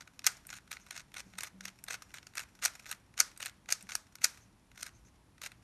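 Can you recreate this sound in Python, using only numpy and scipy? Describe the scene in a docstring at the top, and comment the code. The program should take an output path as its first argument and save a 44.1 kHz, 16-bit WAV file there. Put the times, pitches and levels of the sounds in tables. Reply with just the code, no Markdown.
"""A plastic puzzle cube is turned quickly by hand, close to the microphone in a small quiet room.
In each turn a layer scrapes round, its pieces knock against their neighbours and it clacks into line;
five turns snap home hard, and the pace slackens at the end. Scrapes and knocks are showers of tiny
impacts ringing the hollow body, the shells and the edges. Fingers rub and glide over the faces,
with soft room tone and a low hum underneath."""
import sys
import numpy as np
from scipy import signal
from scipy.fft import rfft, irfft
from scipy.io import wavfile

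SR = 44100
rng = np.random.default_rng(int(sys.argv[2]) if len(sys.argv) > 2 else 0)


def unload_wav(signal):
    """Save mono or channel-first audio to the path in sys.argv[1] as 16-bit WAV at rate SR, clipped to [-1, 1]."""
    wavfile.write(
        sys.argv[1],
        SR,
        np.round(np.clip(np.atleast_2d(signal).T, -1, 1) * 32767).astype(np.int16),
    )


N = 248283
TIME = np.arange(N) / SR


def from_db(db):
    """Gain of a level in dB."""
    return 10 ** (np.asarray(db) / 20)


def rms_one(x):
    """Scale to rms 1."""
    return x / np.sqrt(np.mean(x ** 2) + 1e-20)


def resonate(x, hz, width_hz):
    """Two-pole resonance with gain 1 at its peak."""
    r = np.exp(-np.pi * width_hz / SR)
    poles = [1, -2 * r * np.cos(2 * np.pi * hz / SR), r * r]
    return signal.lfilter(np.array([1, 0, -1]) * (1 - r * r) / 2, poles, x + 1e-18)


def ring(x, hz, width_hz):
    """The same resonance twice over for steeper skirts, at rms 1."""
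    return rms_one(resonate(resonate(x, hz, width_hz), hz, width_hz))


def butter(x, hz, kind, order=2):
    """Gentle Butterworth filter."""
    return signal.sosfilt(signal.butter(order, hz, kind, fs=SR, output="sos"), x)


def swells(rows):
    """Gain curve of bell-shaped swells. Each row: centre and half length in seconds, peak in dB."""
    return sum(from_db(db) * np.exp(-((TIME - s) / half_s) ** 2) for s, half_s, db in rows)


def impacts(size, per_s, spread_db):
    """Tiny impacts at random moments, of uneven strength and either sign."""
    hits = rng.random(size) < per_s / SR
    return hits * from_db(spread_db * rng.standard_normal(size)) * rng.choice([-1, 1], size)


# The plastic's resonances. Each row: pitch in Hz, width in Hz, level in dB within its register.
CUBE_MODES = [(600, 690, -8.5), (935, 420, -14.5), (1280, 210, -6), (1556, 470, 0.5), (2063, 520, -0.5),
              (2510, 720, 0.5), (3656, 920, -3), (4073, 240, -7.5), (4515, 370, -1.5), (5200, 590, -0.5),
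              (5877, 640, 3.5), (6660, 860, 4.5), (7640, 840, -3), (8460, 550, 0.5), (9180, 1400, -0.5),
              (11630, 2100, -1), (13000, 720, -7)]


def cube(force, body_db, edge_db, detune=0.021, uneven_db=2.0, body_top_hz=4400, shell_top_hz=7300):
    """Hollow body, shells and edges ring as three registers; each piece is tuned a little differently."""
    registers = np.zeros((3, len(force)))
    for hz, width_hz, db in CUBE_MODES:
        own_hz = hz * np.exp(detune * rng.standard_normal())
        drive = force * np.sign(rng.random(len(force)) - .5)   # each hit lands elsewhere on the mode
        gain = from_db(db + uneven_db * rng.standard_normal())
        register = np.searchsorted([body_top_hz, shell_top_hz], hz)
        registers[register] += gain * ring(drive, own_hz, width_hz)
    body, shells, edges = map(rms_one, registers)
    return from_db(body_db) * body + shells + from_db(edge_db) * edges


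# The turns. Each row: start and end in seconds, friction level in dB, level of the regrip after it in dB.
LAYER_TURNS = [(0, 0.033, -64, -83), (0.239, .29, -45.5, -73), (0.478, 0.588, -59, -81.5),
               (0.701, 0.778, -63.5, -70.5), (0.901, 1.023, -58.5, -88), (1.15, 1.219, -56.5, -72.5),
               (1.37, 1.487, -56.5, -89), (1.623, 1.702, -58.5, -78), (1.876, 1.962, -50.5, -71),
               (2.133, 2.186, -54, -75), (2.344, 2.444, -57.5, -77), (2.614, 2.683, -45, -70),
               (2.853, 2.94, -54, -87.5), (3.165, 3.218, -50.5, -75.5), (3.391, 3.496, -56.5, -92),
               (3.678, 3.742, -48.5, -72), (3.882, 3.968, -54.5, -85), (4.205, 4.275, -49, -67.5),
               (4.742, 4.894, -61.5, -79.5), (5.413, 5.483, -54.5, -86)]


def sliding(speed_up_s=0.03, stop_s=.012, catch_db=5.0, catch_s=0.0034):
    """Plastic faces catch and slip on each other while a layer gathers speed and stops."""
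    out = np.zeros(N)
    knots = np.arange(0, N / SR, catch_s)
    catching = from_db(np.interp(TIME, knots, catch_db * rng.standard_normal(N)[:len(knots)]))
    for start, end, db, _ in LAYER_TURNS:
        during = (TIME > start) & (TIME < end)
        t = TIME[during]
        speed = np.minimum((t - start) / speed_up_s, (end - t) / stop_s).clip(max=1)
        grit = impacts(len(t), per_s=5100, spread_db=6.0)
        scrape = cube(grit, body_db=1.0, edge_db=-4.5)
        out[during] += from_db(db) * speed * catching[during] * scrape
    return out


def cavity(x, hz=1460, width_hz=70, db=-5):
    """The air inside the hollow pieces rings on briefly after each contact."""
    return from_db(db) * resonate(resonate(x, hz, width_hz), hz, 2 * width_hz)


# The reverb tail. Each row: frequency in Hz, energy in dB against the dry sound, seconds to fall 60 dB.
ROOM_TAIL = [(309.7, -12, .4), (700, -15, 0.5), (1460, -15.5, 0.26), (2980, -22.5, 0.43),
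             (5800, -21.5, 0.23), (12000, -26, 0.28)]


def room(x, echo_s=0.0083, echo_db=-20, scatter_s=0.0017, first_wall_s=0.017):
    """Diffuse sound by half octave: a scattered echo off the nearest surface, then a short tail."""
    block = 16   # samples per envelope step
    t = np.arange(0, SR // 3, block) / SR
    echo = np.exp(-np.abs(t - echo_s) / scatter_s) * (t > echo_s / 2)
    tail_hz, tail_db, tail_t60 = np.transpose(ROOM_TAIL)
    out, white = np.zeros(N), rng.standard_normal((2, N))
    edges_hz = np.geomspace(300, 13500, 12)
    for k, band_hz in enumerate(zip(edges_hz, edges_hz[1:])):
        log_centre = np.log(band_hz).mean()
        db = np.interp(log_centre, np.log(tail_hz), tail_db)
        t60 = np.interp(log_centre, np.log(tail_hz), tail_t60)
        tail = from_db(-60 * t / t60) ** 2 * (t > first_wall_s)
        response = from_db(echo_db) ** 2 * echo / echo.sum() + from_db(db) ** 2 * tail / tail.sum()
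        power = np.add.reduceat(butter(x, band_hz, "band") ** 2, np.arange(0, N, block)) / block
        envelope = np.sqrt(np.maximum(signal.fftconvolve(power, response), 0))
        out += np.repeat(envelope, block)[:N] * rms_one(butter(white[k % 2], band_hz, "band"))
    return out


# The colour of the still air. Each row: frequency in Hz, relative noise density in dB.
AIR_COLOUR = [(15, -31), (25, 4), (130, -1.5), (203, -2.5), (333, -7.5), (390, -11.5), (469, -15.5),
              (791, -14.5), (950, -12.5), (1200, -17.5), (2140, -22), (7910, -30.5), (11100, -27),
              (13000, -42.5)]
# The room's low drone. Each row: pitch in Hz, width in Hz, level in dB.
DRONE_BANDS = [(58.4, 8.8, -76), (115.4, 5.9, -73.5)]


def room_tone(air_db=-65):
    """A steady bed of rumble and hiss with a faint drone."""
    colour_hz, colour_db = np.transpose(AIR_COLOUR)
    bins_hz = np.maximum(np.arange(N // 2 + 1) * SR / N, 1)
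    colour = from_db(np.interp(np.log(bins_hz), np.log(colour_hz), colour_db))
    air = irfft(rfft(rng.standard_normal(N)) * colour, N)
    drone = sum(from_db(db) * rms_one(resonate(rng.standard_normal(N), hz, width_hz))
                for hz, width_hz, db in DRONE_BANDS)
    return from_db(air_db) * rms_one(air) + drone


# The hum's brief rises. Each row: centre in seconds, half length in seconds, peak in dB.
HUM_RISES = [(1.272, 0.019, -58), (1.362, 0.032, -59.5), (1.562, 0.029, -54.5), (1.645, 0.047, -61.5),
             (3.845, 0.012, -57)]


def hum(hz=189.8, waver=0.53, rest_db=-79.5):
    """A low tone, made to waver by narrow noise, swells now and then."""
    tone = np.sqrt(2) * np.sin(2 * np.pi * hz * TIME)
    flutter = rms_one(resonate(rng.standard_normal(N), hz, width_hz=42))
    return (from_db(rest_db) + swells(HUM_RISES)) * rms_one(tone + waver * flutter)


# A piece catches on its neighbour. 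Each row: time in seconds, rattle length in seconds,
# shell level in dB over 4 ms, then hollow body and edges in dB against the shell.
PIECE_CLACKS = [(.0077, .002, -48.5, -0.5, -12), (0.0748, 0.0044, -60, 9.5, -6.5),
                (0.192, .002, -46, -1, -7), (.243, .003, -41, 0, -8.5), (.468, .002, -61, 0, 15),
                (0.4899, .004, -60.5, 12, 3), (0.5022, .001, -43.5, -3.5, -12),
                (0.5282, .002, -49.5, 6.5, -7), (.5372, .003, -53.5, 7, -2),
                (0.7132, .007, -45.5, 7.5, 2.5), (0.7277, .0015, -44.5, 2, -10),
                (0.7677, .002, -61.5, 17.5, -7), (0.8644, 0.0015, -62.5, 7.5, 0),
                (.9079, .0026, -43.5, 2.5, -2), (.9632, .005, -47, 3.5, -7), (0.9766, .002, -44, -1, -10),
                (1.003, .002, -52.5, 2, -12), (1.1409, .0024, -55, 9, 4), (1.1643, .007, -50, 10, -1),
                (1.1957, .0015, -47.5, 0, -5), (1.336, .001, -66, 13, -6), (1.3841, .0064, -41, 4, 0),
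                (1.4062, .003, -41.5, 0.5, -2.5), (1.4333, .001, -44, 6, 7), (1.444, .003, -53, 8.5, -4),
                (1.6079, .001, -47, 1.5, -9), (1.653, .0033, -40, 1, -4.5), (1.6779, .01, -47, 2.5, -7),
                (1.8392, .001, -52.5, -1.5, 9.5), (1.882, .007, -49, 11, 2), (1.9066, .003, -42, 5, -4),
                (1.9305, .004, -45, -1, -2), (1.9415, .003, -44, 6, -5), (2.1402, .0025, -53, 9.5, 3.5),
                (2.1696, .006, -54.5, 5, -16), (2.2284, 0.0023, -57.5, 2, -12),
                (2.268, .0027, -49, -2.5, -7), (2.353, .0026, -54.5, 7.5, 6.5),
                (2.3701, .005, -41.5, 1, -5), (2.3781, .005, -37, 3.5, -5), (2.393, .002, -43, 4, -2),
                (2.401, .003, -48, 6.5, 0), (2.6234, .0026, -44.5, 4, -4), (2.6385, .006, -39, -1, 2),
                (2.8632, .0013, -56, 9, -1), (2.9131, .002, -42.5, 4.5, 6.5), (2.926, .002, -46, 6, -2),
                (3.177, .003, -41.5, 0, -6.5), (3.1887, .0066, -40.5, 2.5, -5),
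                (3.1996, .0015, -30.5, -9, 0), (3.3747, .002, -55, -2, 6.5),
                (3.4018, 0.0068, -49.5, 8.5, 3), (3.425, .007, -40.5, 4, -4), (3.4579, .002, -47, 7, 9.5),
                (3.4642, .002, -48, 10, -7), (3.4941, .003, -56, 5, -2), (3.688, 0.0033, -43, 1.5, -12),
                (3.703, .003, -40.5, -2, -4), (3.7113, .002, -41, -3, -2), (3.8252, .0015, -60, -5, 11),
                (3.89, .003, -50.5, 5.5, -3), (3.9185, .003, -42.5, 2, -11),
                (3.9521, .001, -29.5, -5, -1.5), (4.1539, .002, -48.5, -2.5, -2.5),
                (4.3725, .004, -60.5, 4, -2), (4.8106, .003, -48.5, -6, -6), (4.827, .006, -37, -2.5, -2),
                (4.8632, .008, -48, 4.5, -0.5), (5.416, .0023, -47, 2.5, -2.5),
                (5.4357, .0046, -48.5, 7, 1), (5.4603, .005, -44.5, 4.5, -1.5),
                (5.5175, .002, -63.5, 13, 2)]
# The weight of a knock. Each row: shell level in dB, low cut in Hz.
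KNOCK_LOW_CUT = [(-41, 470), (-18.5, 260)]


def clacks(rise_share=0.27, settle_s=0.0011, lead_in_db=-23, chatter_db=-25, chatter_s=0.015):
    """Every knock: a faint lead-in swells into a short rattle and settles with faint chatter."""
    t = np.arange(-SR // 80, SR // 32) / SR
    level_scale = np.sqrt(.004 * SR / len(t))   # levels count a knock's energy as if packed into 4 ms
    out = np.zeros(N + 2 * len(t))
    touches = nudges() + landings()
    for s, length_s, shell_db, body_db, edge_db in snaps() + PIECE_CLACKS + touches:
        before = np.maximum(length_s * 0.31 - t, 0)
        after = np.maximum(t - length_s * 0.52, 0)
        meeting = np.exp(-before / (rise_share * length_s) - after / settle_s)
        lead_in = from_db(lead_in_db) * np.exp(-before / length_s) * (before > 0)
        settling = from_db(chatter_db) * np.exp(-after / chatter_s) * (after > 0)
        force = (meeting + lead_in + settling) * impacts(len(t), per_s=10000, spread_db=4.5)
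        knock = level_scale * cube(force, body_db, edge_db)
        # a light touch shakes one piece; only a hard snap moves the whole cube
        low_cut_hz = np.interp(shell_db, *np.transpose(KNOCK_LOW_CUT))
        start = int((s + t[0]) * SR) + len(t)
        out[start:start + len(t)] += from_db(shell_db) * butter(knock, low_cut_hz, "high")
    return out[len(t):len(t) + N]


def light_touch(s, db, length_s=0.0022, body_db=8, edge_db=-3.5):
    """The clack row for one small, hollow tap."""
    return s, length_s, db, body_db, edge_db


def nudges(per_turn=2, usual_db=-58.5, usual_friction_db=-55.5, follow=.5, spread_db=2.0):
    """Clack rows for pieces nudging each other through a turn, louder as the layer binds."""
    rows = []
    for start, end, friction_db, _ in LAYER_TURNS:
        moments = start + (end - start) * (np.arange(per_turn) + rng.random(per_turn)) / per_turn
        binding_db = follow * (friction_db - usual_friction_db)
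        levels_db = usual_db + binding_db + spread_db * rng.standard_normal(per_turn)
        rows += map(light_touch, moments, levels_db)
    return rows


def handling(tick_s=0.0044, rub_share=0.37, hold_db=-83, regrip_after_s=0.077, regrip_half_s=0.1):
    """Loose pieces tick over the soft rub of the fingers, most as they take a new grip after a turn."""
    jolts = np.abs(impacts(N, per_s=19, spread_db=7.5))
    ticks = signal.lfilter([1], [1, -np.exp(-1 / (tick_s * SR))], jolts + 1e-18)
    rub = cube(rng.standard_normal(SR), body_db=1.0, edge_db=-4.0)
    regrips = swells([(end + regrip_after_s, regrip_half_s, db) for _, end, _, db in LAYER_TURNS])
    return (from_db(hold_db) + regrips) * rms_one(ticks + rub_share) * np.resize(rub, N)


def landings(lead_s=.022, scatter_s=0.0082, db=-66.5):
    """Clack rows for a finger landing just before it pushes, on every turn but the first."""
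    return [light_touch(start - lead_s + scatter_s * rng.standard_normal(), db)
            for start, *_ in LAYER_TURNS[1:]]


# The hard accents. Each row: time in seconds, rattle length in seconds, shell level in dB over 4 ms,
# edges in dB against the shell, rebound delay in seconds, rebound in dB against the snap.
LAYER_SNAPS = [(0.2654, 0.0017, -19, -3.5, 0.0039, -5.5), (2.6504, 0.0022, -25.5, -2.5, 0.0046, 0),
               (3.2017, 0.0024, -16.5, -6.5, 0.0066, -14.5), (3.723, 0.0031, -22, -5.5, .005, -22.5),
               (4.2424, .0046, -18, -5, .008, -15)]


def snaps(snap_body_db=-9, rebound_body_db=-1.5, rebound_length_s=.0065):
    """Clack rows for a layer snapping home, overshooting and rattling back with more hollow body."""
    rows = []
    for s, length_s, db, edge_db, delay_s, rebound_db in LAYER_SNAPS:
        rows += [(s, length_s, db, snap_body_db, edge_db),
                 (s + delay_s, rebound_length_s, db + rebound_db, rebound_body_db, edge_db)]
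    return rows


# Fingertip glides. Each row: centre in seconds, half length in seconds, peak in dB.
FINGER_GLIDES = [(0.819, 0.012, -63), (1.27, 0.022, -76), (4.428, 0.02, -68), (4.96, 0.024, -70),
                 (5.071, 0.018, -68)]


def glides(hz=6250, width_hz=700):
    """Skin hisses thinly over a smooth face."""
    return swells(FINGER_GLIDES) * ring(rng.standard_normal(N), hz, width_hz)


# Shifts of the hands. Each row: centre in seconds, half length in seconds, peak in dB.
HAND_MOVES = [(5.02, 0.13, -65.5), (5.62, 0.11, -68)]


def hand_rumble(hz=52, width_hz=35, rest_db=-83):
    """The hands rumble as they shift, and very faintly at rest."""
    return (from_db(rest_db) + swells(HAND_MOVES)) * ring(rng.standard_normal(N), hz, width_hz)


def scene():
    """The cube and the hands up close, their reverb and the room's bed, in mono."""
    plastic = clacks() + sliding() + handling()
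    direct = plastic + cavity(plastic) + glides() + hand_rumble()
    return (direct + room(direct) + room_tone() + hum())[None]


def record(dry, low_cut_hz=38, high_cut_hz=13150):
    """The microphone drops the deepest bass; the top is cut steeply."""
    thinned = butter(dry, low_cut_hz, "high", order=3)
    return signal.sosfilt(signal.ellip(10, .2, 70, high_cut_hz, fs=SR, output="sos"), thinned)


dry = scene()
out = record(dry)
unload_wav(out)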